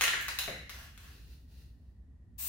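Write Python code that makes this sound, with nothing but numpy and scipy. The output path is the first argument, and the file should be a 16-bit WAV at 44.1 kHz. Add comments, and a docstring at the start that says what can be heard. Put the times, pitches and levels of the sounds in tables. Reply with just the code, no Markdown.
"""Live workshop, two microphones, a spray can a little left of centre: ventilation (shaped noise and narrow bands)
rumbles throughout, under a dying wash of noise from earlier shakes. The mixing ball rattles, then clicks (short
contacts and ringing modes) as the can is turned; a dull double knock (soft pulses, short ring) falls among the clicks.
The ball rolls on the wall (dense random grains), the tipped can swishes softly (noise with a drawn level), and last
the nozzle starts to hiss (bright, swelling noise). The ball and knock sounds pass through echoes and a diffuse tail."""
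import sys
import numpy as np
from scipy import signal
from scipy.fft import rfft, irfft
from scipy.io import wavfile

SR = 44100
rng = np.random.default_rng(int(sys.argv[2]) if len(sys.argv) > 2 else 0)


def store_wav(level_fs):
    """Save 16-bit WAV to argv[1]."""
    pcm = np.round(np.clip(np.atleast_2d(level_fs), -1, 1) * 32767)
    wavfile.write(sys.argv[1], SR, pcm.T.astype(np.int16))


N = 109456

# Likeness is the correlation of the two microphones, from -1 to 1.
# Ventilation, colour: f/Hz, relative level/dB
VENT_COLOUR = [(20, -22), (33, -20), (45, -9), (55, 0.03), (66, 0.92), (80, -7), (100, -14), (120, -13),
               (150, -17), (200, -21), (260, -22), (340, -33), (500, -40), (800, -45), (1300, -52),
               (1850, -52), (2400, -57), (5000, -62), (11000, -65), (13000, -72), (16000, -76)]
# Ventilation at the two microphones: f/Hz, likeness/1
VENT_LIKENESS = [(30, 0.95), (100, 0.98), (250, .85), (600, 1), (2000, 0.14), (16000, .1)]
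# Faint whine of the fan: f/Hz, level/dB
FAN_WHINE = [(1776, -92), (1911, -90.5)]
VENT_DB, WHINE_WIDTH_HZ = -52.5, 55

# Sound of the struck can, also the colour of the wash: f/Hz, relative level/dB
SHELL_COLOUR = [(60, -27.5), (250, -20.5), (500, -8.5), (800, -8.5), (1100, -3.5), (1400, -2.5),
                (1900, 3.5), (2300, -0.5), (2800, 2), (3300, -4), (4000, -0.5), (5300, -10), (6700, -7.5),
                (8200, -14.5), (10000, -12), (13000, -14.5), (16000, -13.5)]
# Diffuse sound of the workshop at the two microphones: f/Hz, likeness/1
ROOM_LIKENESS = [(60, 1), (200, 1), (500, 0.7), (1200, 0.013), (4000, 0.14), (16000, 0)]
WASH_DB, WASH_T60_S = -43.5, 0.7  # level at the start, time to fall 60 dB

# Decay of the workshop: f/Hz, t60/s
ROOM_DECAY = [(100, 1), (500, 0.35), (1000, 0.51), (2000, 0.76), (4000, 0.64), (8000, 0.52), (16000, 0.4)]
# Early echoes, counted from the direct sound: t/s, gain/1
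EARLY_ECHOES = [(.0009, 0.29), (.0027, 0.37), (.0052, 0.34), (.0074, 0.3)]
TAIL_DB, TAIL_BUILD_S = 4.5, 0.0025
# each is added on the left and taken off on the right
TAIL_LEAN_DB, DIRECT_LEAN_DB = 0.26, 1.9
LEFT_LEAD_S = 0.00007  # the direct sound reaches the left microphone first

# Ball strikes: t/s, relative level/dB, colour/dB at 900, 4000, 8000 and 14000 Hz,
# relative wall ring/dB, relative dome ring/dB
BALL_STRIKES = [(0.0101, 0, -0.5, 0, 6.5, -1, -2.5, -10.5), (0.02, -3.5, 0, -0.5, 3.5, 4.5, -3, -9.5),
                (0.0256, -6.5, 5.5, 2, 0.5, 2, -4.5, -11), (0.0382, -2, -5, -1, 5, 5.5, -1.5, -9.5),
                (.0445, -2, -15, -6, -10, -9, 7, -12), (0.0793, -1, -3, -1, -1.5, -9, -2, -12),
                (0.089, -9, 4, -5.5, -7.5, -13.5, 6, -15), (0.1348, -2, -12, -13.5, -19.5, -17, 1.5, -18),
                (0.1407, -5, -7.5, -14, -19, -32, -5.5, -15), (0.1521, -10, -16, -20, -26, -26, -8, -13),
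                (0.212, -19, 4, -5, 8, 10, -6, -10), (0.225, -25, -17, -8, 9, 12, -14, -10),
                (.283, -8, -0.5, -3.5, 2, 3.5, -6, -11), (0.2882, -8.5, -1.5, -2, -1.5, -11, -5.5, -14),
                (0.357, -30, 13, 5.5, 1.5, 7, -7, -10), (0.3879, -11.5, 2, 9.5, 7, 10, -13, 7),
                (0.3888, -9.5, 7.5, 5, 7.5, 9, -13, 9), (.695, -20, 3, 4, 2.5, 2.5, 0, -6),
                (0.7, -22.5, 0, 3.5, 2.5, 9.5, -7, -6), (.977, -28, -2, 4, 4.5, 5.5, -9, -6)]
# Ringing of the can's wall: f/Hz, relative level/dB, t60/s
WALL_MODES = [(1325, -4, .2), (1390, 1.5, .2), (1637, -2, 0.18), (1743, -0.5, .25), (1800, -3.5, 0.74),
              (1835, -6.5, .3), (1986, -4, 0.16), (2105, -6, 0.21), (2530, -7, .2), (2590, -5, .2),
              (2874, -7.5, 0.09), (2924, -6.5, .2)]
# Ringing of the can's domed end: f/Hz, relative level/dB, t60/s
DOME_MODES = [(2790, -8.5, .06), (3900, -2, .1), (3950, 0, .11), (4080, -3, 0.1), (6640, -7, .07),
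              (6790, -8.5, .07)]
STRIKE_DB, RING_DB = 4, -51.5  # added to every strike; ring level before that
CHATTER_GAIN, CHATTER_S = 0.28, 0.0011
CHATTER_COLOUR = 0.6  # exponent on the contact spectrum: below 1 evens it out

# Dull knock, colour: f/Hz, relative level/dB
KNOCK_COLOUR = [(50, -4.5), (150, -1), (300, -6.5), (480, 0), (720, -3), (950, -15), (2000, -1.5),
                (4000, -32), (8000, -58), (16000, -39)]
# Dull knock, ringing: f/Hz, relative level/dB, t60/s
KNOCK_MODES = [(466, 2, 0.11), (522, 6.5, 0.14), (690, -0.5, .05), (2020, -3, 0.28), (2120, -3.5, 0.32),
               (2194, -4, .25), (2720, -23, 0.11), (4000, 1, 0.14)]
KNOCK_S, KNOCK_DB, KNOCK_RING_DB = 0.479, -1.5, -50  # thud and ring of the first blow
KNOCK_BOUNCE_S, KNOCK_BOUNCE_DB = 0.0045, 0.5  # second blow, relative to the first

# Ball rolling along the wall: t/s, level/dB before halving and the room
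ROLL_LEVEL = [(.70, -70), (.745, -50), (.79, -53), (0.849, -55.5), (0.919, -77), (.98, -64), (1.03, -55.5),
              (1.08, -59.5), (1.14, -71.5), (1.2, -95.5)]
# Rolling, colour: f/Hz, relative level/dB
ROLL_COLOUR = [(200, -15.5), (700, -2.5), (1000, -4), (1250, 0.5), (1750, 4), (2200, -6.5), (2800, 1),
               (4000, -7.5), (5500, -4.5), (8500, -12), (12000, -8), (16000, -9.5)]
ROLL_GRAINS_PER_S, ROLL_SPREAD_DB = 1500, 3  # spread is the standard deviation of grain size

# Swish of the tipped can: t/s, level/dB
SWISH_LEVEL = [(1.0, -73), (1.15, -61), (1.27, -65), (1.33, -61.5), (1.421, -71), (1.47, -75.5),
               (1.52, -66.5), (1.62, -64), (1.69, -71), (1.77, -80), (1.9, -82), (2.15, -100)]
# Swish, colour: f/Hz, relative level/dB
SWISH_COLOUR = [(100, -6), (200, 9.5), (400, 6), (600, -5), (900, -5.5), (1200, -9), (1480, 0.5),
                (1650, -5.5), (1900, 1), (2200, -7.5), (2730, 4), (3200, -4), (4100, 4), (5500, -2.5),
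                (8300, -11.5), (9700, -3), (11000, -11), (14400, -4), (16000, -5.5)]

# Spray, colour: f/Hz, relative level/dB
SPRAY_COLOUR = [(200, -45), (400, -26), (650, -24.5), (1000, -16.5), (1450, -21), (1750, -16.5),
                (2200, -17), (2700, -10), (3100, -15), (4200, -11.5), (5200, -13.5), (8000, -6),
                (10600, -10), (14200, -.5), (15800, -1)]
# Spray, left minus right: f/Hz, level difference/dB
SPRAY_SIDE = [(240, -2), (950, 1), (3800, 1), (9000, 3.5), (15000, 7)]
# Spray at the two microphones: f/Hz, likeness/1
SPRAY_LIKENESS = [(500, 0.62), (3000, -0.054), (8000, 0.061), (15000, -0.15)]
SPRAY_S, SPRAY_OPEN_S = 2.378, 0.019
SPRAY_DB, SPRAY_SWELL_DB_PER_S = -36, 48  # level at the onset, before the swell

EDGE_HZ = 15900


def amp(db):
    """Decibels to gain."""
    return 10 ** (np.asarray(db) / 20)


def unit(x):
    """Scales to rms 1."""
    return x / np.sqrt(np.mean(x ** 2) + 1e-20)


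def read(points, hz):
    """Reads a table on a log-frequency axis."""
    f, value = np.transpose(points)
    return np.interp(np.log(hz + 1), np.log(f + 1), value)


def pair(spectra, likeness, hz):
    """Makes two independent spectra partly alike, as two microphones hear one sound field."""
    c = np.clip(read(likeness, hz), -1, 1)
    return np.array([spectra[0], c * spectra[0] + np.sqrt(1 - c ** 2) * spectra[1]])


def noise(colour, likeness, side=((1, 0), (2, 0))):
    """Stereo noise of rms 1 with a colour, a likeness and a left-right balance."""
    hz = np.fft.rfftfreq(N, 1 / SR)
    spectra = pair(rfft(rng.standard_normal((2, N))), likeness, hz)
    level_db = read(colour, hz) + np.outer([0.5, -0.5], read(side, hz))
    return unit(irfft(spectra * amp(level_db), N))


def wavering(hz, width_hz):
    """A tone blurred into a narrow band of noise, separate at each microphone."""
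    low_pass = signal.butter(2, width_hz / 2, fs=SR, output="sos")
    blur = signal.sosfilt(low_pass, rng.standard_normal((2, N)))
    return unit(blur * np.sin(2 * np.pi * hz * np.arange(1, N + 1) / SR))


def ventilation():
    """Low rumble of moving air as shaped noise, with the faint whine of the fan."""
    rumble = amp(VENT_DB) * noise(VENT_COLOUR, VENT_LIKENESS)
    whine = sum(amp(db) * wavering(hz, WHINE_WIDTH_HZ) for hz, db in FAN_WHINE)
    return rumble + whine


def wash():
    """The workshop still rings from earlier shakes: noise dying away exponentially."""
    t = np.arange(N) / SR
    return noise(SHELL_COLOUR, ROOM_LIKENESS) * amp(WASH_DB - 60 * t / WASH_T60_S)


def pulse(colour, shading=((1, 0), (2, 0)), size=2048):
    """A causal, minimum-phase click with the given spectrum."""
    hz = abs(np.fft.fftfreq(size, 1 / SR))
    log_gain = np.log(amp(read(colour, hz) + read(shading, hz)))
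    # the Hilbert transform of the log gain supplies the phase
    return np.fft.ifft(np.exp(np.conj(signal.hilbert(log_gain)))).real


def ring(modes, size=16384):
    """Decaying modes, each excited a little differently by every blow."""
    t = np.arange(size) / SR
    hz, db, t60 = np.transpose(modes)[:, :, None]
    excitation = rng.uniform(0.5, 1, hz.shape) * rng.choice([-1, 1], hz.shape)
    decay = amp(db - 60 * t / t60)
    return (excitation * decay * np.sin(2 * np.pi * hz * t)).sum(0)


def strike(db, bass_db, mid_db, treble_db, top_db, wall_db, dome_db, size=512):
    """The ball hits, chatters for an instant and leaves the can's wall and dome ringing."""
    t = np.arange(size) / SR
    contact = CHATTER_GAIN * rng.standard_normal(size) * np.exp(-t / CHATTER_S)
    contact[0] = 1
    spectrum = rfft(contact, 2 * size)
    contact = irfft(spectrum * abs(spectrum) ** (CHATTER_COLOUR - 1))[:size]
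    contact /= np.linalg.norm(contact)
    shading = [(350, 0), (900, bass_db), (1800, 0), (4000, mid_db), (8000, treble_db), (14000, top_db)]
    click = np.convolve(contact, pulse(SHELL_COLOUR, shading))
    body = amp(RING_DB + wall_db) * ring(WALL_MODES) + amp(RING_DB + dome_db) * ring(DOME_MODES)
    body[:len(click)] += click
    return amp(STRIKE_DB + db) * body


def in_room(sound, size=49152):
    """Direct sound from left of centre, early echoes and a diffuse tail drawn afresh at each call."""
    t = np.arange(size) / SR
    # the tail is noise that decays at its own rate in each band
    hz, when, bands = signal.stft(rng.standard_normal((2, size)), SR, nperseg=256)
    fall = amp(-60 * when / read(ROOM_DECAY, hz)[:, None])
    tail = signal.istft(bands * fall, SR)[1][:, :size]
    tail = tail * (1 - np.exp(-t / TAIL_BUILD_S))
    tail /= np.linalg.norm(tail[0])
    hz, sides = np.fft.rfftfreq(size, 1 / SR), np.array([[1], [-1]])
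    path = pair(rfft(tail), ROOM_LIKENESS, hz) * amp(TAIL_DB + TAIL_LEAN_DB * sides)
    arrival = np.array([[0], [LEFT_LEAD_S]])
    path += amp(DIRECT_LEAN_DB * sides) * np.exp(-2j * np.pi * hz * arrival)
    for delay, gain in EARLY_ECHOES:
        echo_s = delay * rng.uniform(0.9, 1.1, (2, 1))  # a separate delay for each microphone
        path += gain * np.exp(-2j * np.pi * hz * echo_s)
    fade = np.minimum(1, (t[-1] - t) * 10)  # over the last 0.1 s
    return signal.fftconvolve(sound[None], irfft(path) * fade, axes=1)


def knock():
    """A soft, heavy blow with a short metallic ring."""
    body = amp(KNOCK_RING_DB) * ring(KNOCK_MODES)
    thud = amp(KNOCK_DB) * pulse(KNOCK_COLOUR)
    body[:len(thud)] += thud
    return body


def roll():
    """Tiny dense contacts of random size as the ball slides round the wall."""
    t, (s, db) = np.arange(N) / SR, np.transpose(ROLL_LEVEL)
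    hits = rng.random(N) < ROLL_GRAINS_PER_S / SR
    grains = hits * rng.choice([-1, 1], N) * amp(ROLL_SPREAD_DB * rng.standard_normal(N))
    scrape = unit(signal.fftconvolve(grains, pulse(ROLL_COLOUR))[:N])
    rolling = (t > s[0]) * (t < s[-1])
    return in_room(0.5 * scrape * amp(np.interp(t, s, db)) * rolling)[:, :N]


def swish():
    """A soft, hollow swish, probably the liquid shifting in the can: noise with a moving level."""
    s, db = np.transpose(SWISH_LEVEL)
    level_db = np.interp(np.arange(N) / SR, s, db)
    return noise(SWISH_COLOUR, ROOM_LIKENESS) * amp(level_db)


def spray():
    """The valve opens and the jet hisses as bright noise, swelling as the room fills."""
    t = np.maximum(np.arange(N) / SR - SPRAY_S, 0)
    opening = np.minimum(t / SPRAY_OPEN_S, 1)
    swell = amp(SPRAY_DB + SPRAY_SWELL_DB_PER_S * t)
    return noise(SPRAY_COLOUR, SPRAY_LIKENESS, SPRAY_SIDE) * opening * swell


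def add(mix, s, sound):
    """Mixes a stereo sound in at time s, in seconds."""
    part = mix[:, round(s * SR):][:, :sound.shape[1]]
    part += sound[:, :part.shape[1]]


def scene():
    """The can in the workshop, over the ventilation."""
    mix = ventilation() + wash()
    for s, *blow in BALL_STRIKES:
        add(mix, s, in_room(strike(*blow)))
    add(mix, KNOCK_S, in_room(knock()))
    add(mix, KNOCK_S + KNOCK_BOUNCE_S, amp(KNOCK_BOUNCE_DB) * in_room(knock()))
    return mix + roll() + swish() + spray()


def record(dry):
    """The recorder's band limit: a steep low-pass on both microphones."""
    low_pass = signal.firwin(401, EDGE_HZ, window=("kaiser", 8), fs=SR)
    return signal.oaconvolve(dry, low_pass[None], "same")


dry = scene()
out = record(dry)
store_wav(out)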